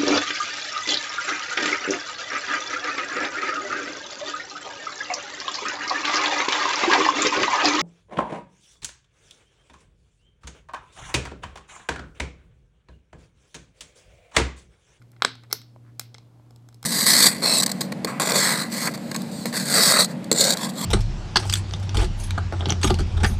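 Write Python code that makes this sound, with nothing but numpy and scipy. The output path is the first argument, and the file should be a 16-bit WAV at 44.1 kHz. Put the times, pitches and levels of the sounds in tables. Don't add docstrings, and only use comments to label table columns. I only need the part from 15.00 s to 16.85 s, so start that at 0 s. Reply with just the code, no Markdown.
import sys
import numpy as np
from scipy import signal
from scipy.fft import rfft, irfft
from scipy.io import wavfile
from scipy.ndimage import uniform_filter1d

SR = 44100
rng = np.random.default_rng(int(sys.argv[2]) if len(sys.argv) > 2 else 0)


def store_pcm(level_fs):
    pcm = np.round(np.clip(level_fs, -1, 1) * 32767).astype(np.int16)
    wavfile.write(sys.argv[1], SR, np.atleast_2d(pcm).T)


N = 81585

# t/s, then level/dB in each band
SNAPS = [(0.2212, -34.5, -28, -19, -28, -22, -31.5, -38, -54.5),
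         (0.2481, -28.5, -28, -18, -26.5, -20, -24, -27.5, -45),
         (0.5275, -37, -38.5, -32, -37, -27.5, -22, -32.5, -25),
         (0.9954, -51, -47, -42, -44, -37.5, -34, -35, -35.5)]
SNAP_EDGES = [300, 650, 1050, 1800, 3000, 4700, 7000, 10000, 16000]
# t/s, then level/dB in each band
TICKS = [(0.0167, -79, -59.5, -65.5, -81, -88.5), (0.0218, -88, -64.5, -64.5, -67.5, -74.5),
         (0.117, -87.5, -77, -71.5, -65.5, -66), (0.164, -72, -62, -62, -72, -95),
         (0.233, -69, -62, -55, -57, -55.5), (0.3531, -58.5, -55, -58, -58, -72),
         (0.4354, -62.5, -60.5, -60.5, -62.5, -74.5), (0.5008, -60.5, -68, -66.5, -64.5, -75),
         (0.508, -54.5, -56, -54, -63, -69), (0.513, -56, -50, -44.5, -49, -69),
         (0.6159, -88, -63, -55.5, -56.5, -67.5), (1.0123, -59, -55, -50.5, -55, -72.5),
         (1.1433, -54, -69.5, -50.5, -48.5, -70.5), (1.1473, -62, -54, -49, -54.5, -77),
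         (1.1821, -57.5, -61, -52.5, -54, -72.5), (1.507, -56.5, -66, -67, -62, -71.5),
         (1.5604, -64.5, -86, -63, -59.5, -68), (1.6876, -60.5, -59.5, -64, -56.5, -68),
         (1.7264, -82, -66.5, -67, -69, -76), (1.7438, -66, -77.5, -63, -57.5, -63.5),
         (1.8284, -50.5, -50.5, -48.5, -45.5, -51), (1.841, -53.5, -50.5, -51, -47.5, -59)]
TICK_EDGES = [400, 1050, 1800, 4600, 9000, 16000]
# f/Hz, relative level/dB, T60/s
LID_MODES = [(478, -12, 0.014), (786, -5.5, 0.011), (1150, -4.5, 0.0059), (1487, 1.5, 0.0046),
             (2065, -3.5, 0.013), (2550, -9.5, 0.009), (3270, 3.5, 0.0088), (4073, 0.5, .01),
             (4368, 2, .009), (5254, 2, 0.01), (6180, -2.5, 0.0072), (7120, -4.5, .01), (7993, -0.5, 0.01),
             (8720, -4, .011), (10310, -4, .008), (12020, -1, 0.008), (14600, -9, .003)]
# f/Hz, width/Hz
LID_NOTCHES = [(1890, 340), (2980, 650)]
# f/Hz, level/dB re the snap's lowest band, T60/s
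ROCKING_MODES = [(100, -19.5, .12), (164, -15, 0.28), (261.8, -14, 0.41), (282.4, -13, 0.058)]
# t/s, gain/dB
KNOCKS = [(.762, -44), (1.3982, -52.5)]
# f/Hz, relative level/dB, T60/s
CAN_MODES = [(626, -0.5, 0.018), (803.5, -2, 0.016), (954, -3, 0.018), (2010, -21.5, 0.01123)]
# t/s, duration/s, level/dB, centre f/Hz
RUBS = [(0.12, .03, -69.5, 1500), (0.194, .025, -63, 1340), (0.422, 0.037, -63, 1400),
        (0.511, 0.027, -56.5, 4700), (0.832, .09, -68, 1250), (1.027, 0.81, -75, 813)]
# f/Hz, gain/dB, T60/s
ROOM_TAIL = [(153, -5.5, 0.34), (386, -7.5, 0.14), (750, -12.5, 0.16), (1300, -19, 0.29), (2200, -12, 0.29),
             (2760, -13, 0.34), (4498, -13.5, 0.34), (6060, -17.5, 0.24), (7200, -18.5, 0.15),
             (7840, -12, 0.14), (9530, -17, 0.12), (11700, -11.5, 0.16), (15000, -23.5, .26)]
# f/Hz, level/dB
HUM_TONES = [(118.1, -51.3), (236.9, -67), (301.5, -69.5)]
# f/Hz, relative spectral level/dB
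AIR_SPECTRUM = [(20, -30.5), (45, -6), (110, 7.5), (170, 1), (290, -3), (420, -7.5), (750, -12.5),
                (1100, -18), (1800, -24), (4000, -26.5), (8000, -31), (15500, -38.5)]


def lid_impact(crack_db, crack_s=.00099, rise_s=.00088, echo_s=.0008, echo_gain=.26):
    ring = damped_modes(LID_MODES)
    t = np.arange(len(ring)) / SR
    ring += amp(crack_db) * rng.standard_normal(len(t)) * np.exp(-t / crack_s)
    ring *= 1 - np.exp(-t / rise_s)
    ring = low_cut(ring, hz=500)
    for hz, width in LID_NOTCHES:
        ring = signal.lfilter(*signal.iirnotch(hz, hz / width, SR), ring)
    add(ring, echo_s, echo_gain * ring)
    return ring


def click(band_db, edges, crack_db):
    direct = match_bands(lid_impact(crack_db), band_db, edges)
    pulse = low_cut(signal.unit_impulse(len(direct)), hz=510)
    all_round = match_bands(pulse, band_db, edges)
    sound = reverberation(all_round) + amp(-2) * reverberation(direct)
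    add(sound, 0, direct)
    return sound


def thump(db, size=8192, rise_s=.004):
    onset = 1 - np.exp(-np.arange(size) / SR / rise_s)
    return amp(db) * damped_modes(ROCKING_MODES, size) * onset


def knock(db):
    return amp(db) * damped_modes(CAN_MODES)


def rub(duration_s, db, centre_hz, grains_per_s=830, width_oct=.48, skirt_db=-13.5):
    n = round(duration_s * SR)
    slips = rng.random(N)[:n] < grains_per_s / SR
    strength = rng.standard_normal(N)[:n]
    spread_db = -2 * np.minimum(rng.exponential(1, N)[:n], 3)
    grains = slips * strength * amp(spread_db)
    octaves = np.log2((np.fft.rfftfreq(n, 1 / SR) + 1) / centre_hz)
    resonance = np.exp(-.5 * (octaves / width_oct) ** 2) + amp(skirt_db) / (1 + octaves ** 2)
    swell = np.hanning(n) ** .5
    return amp(db) * unit_rms(irfft(rfft(grains) * resonance, n) * swell)


def reverberation(x, size=256, delay_s=.0019):
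    hz, t, spectra = signal.stft(rng.standard_normal(SR // 2), SR, nperseg=size)
    decay_rate = np.log(1000) / curve_at(ROOM_TAIL, hz, column=2)[:, None]
    gain = amp(curve_at(ROOM_TAIL, hz))[:, None]
    spectra *= gain * np.sqrt(2 * decay_rate / SR) * np.exp(-decay_rate * t)
    response = np.zeros(SR // 2)
    add(response, delay_s, signal.istft(spectra, SR, nperseg=size)[1])
    return signal.fftconvolve(x, response)


def hum(waver_depth=.19, waver_hz=1.7):
    t, hz = np.arange(N) / SR, np.fft.rfftfreq(N, 1 / SR)
    slow = np.exp(-(hz / waver_hz) ** 2)
    tones = np.zeros(N)
    for tone_hz, db in HUM_TONES:
        swell, phase = (waver_depth * unit_rms(irfft(rfft(noise) * slow, N))
                        for noise in rng.standard_normal((2, N)))
        tones += amp(db) * np.sqrt(2) * (1 + swell) * np.sin(2 * np.pi * tone_hz * t + phase)
    return tones


def air(db=-59.5, patch_db=.5, size=1024):
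    hz, _, spectra = signal.stft(rng.standard_normal(N), SR, nperseg=size)
    patches = uniform_filter1d(rng.standard_normal(spectra.shape), size=6, axis=0)
    patches = unit_rms(uniform_filter1d(patches, size=8, axis=1))
    spectra *= amp(curve_at(AIR_SPECTRUM, hz)[:, None] - patch_db * patches)
    return amp(db) * unit_rms(signal.istft(spectra, SR, nperseg=size)[1][:N])


def damped_modes(modes, size=4096, scatter_db=1.5, detune=.008):
    t = np.arange(size) / SR
    ring = np.zeros(size)
    for hz, db, t60 in modes:
        louder, sharper = rng.standard_normal(2)
        envelope = amp(db + scatter_db * louder) * np.exp(-np.log(1000) * t / t60)
        ring += envelope * np.sin(2 * np.pi * hz * (1 + detune * sharper) * t)
    return ring


def match_bands(blow, band_db, edges, span_s=.008):
    hz = np.fft.rfftfreq(len(blow), 1 / SR)
    centres = np.sqrt(np.multiply(edges[1:], edges[:-1]))
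    for _ in range(3):
        power = 2 * abs(rfft(blow)) ** 2 / len(blow) / (span_s * SR)
        band_power = [power[(hz >= lo) & (hz < hi)].sum() for lo, hi in zip(edges, edges[1:])]
        gain_db = np.array(band_db) - 10 * np.log10(band_power)
        blow = colour(blow, curve_at(np.column_stack([centres, gain_db]), hz))
    return blow


def colour(x, db):
    log_gain = np.log(amp(np.concatenate([db, db[-2:0:-1]])))
    response = np.exp(np.conj(signal.hilbert(log_gain)))[:len(db)]
    return irfft(rfft(x) * response)


def low_cut(x, hz):
    return signal.sosfilt(signal.butter(2, hz, "high", fs=SR, output="sos"), x)


def curve_at(points, hz, column=1):
    table = np.transpose(points)
    return np.interp(np.log(hz + 1), np.log(table[0] + 1), table[column])


def amp(db):
    return 10 ** (np.asarray(db) / 20)


def unit_rms(x):
    return x / np.sqrt(np.mean(x ** 2) + 1e-20)


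def add(mix, start_s, sound):
    part = mix[max(round(start_s * SR), 0):][:len(sound)]
    part += sound[:len(part)]


def scene():
    nail, skin = np.zeros((2, N))
    for start_s, *band_db in SNAPS:
        add(nail, start_s, click(band_db, SNAP_EDGES, crack_db=9))
        add(nail, start_s, thump(band_db[0]))
    for start_s, *band_db in TICKS:
        add(nail, start_s, click(band_db, TICK_EDGES, crack_db=3))
    for start_s, db in KNOCKS:
        add(skin, start_s, knock(db))
    for start_s, *stroke in RUBS:
        add(skin, start_s, rub(*stroke))
    return (nail + skin + reverberation(skin)[:N] + hum() + air())[None]


def record(dry, cutoff_hz=16000):
    low_pass = signal.firwin(255, cutoff_hz, window=("kaiser", 9), fs=SR)
    return signal.oaconvolve(dry, low_pass[None], "same")


dry = scene()
out = record(dry)
store_pcm(out)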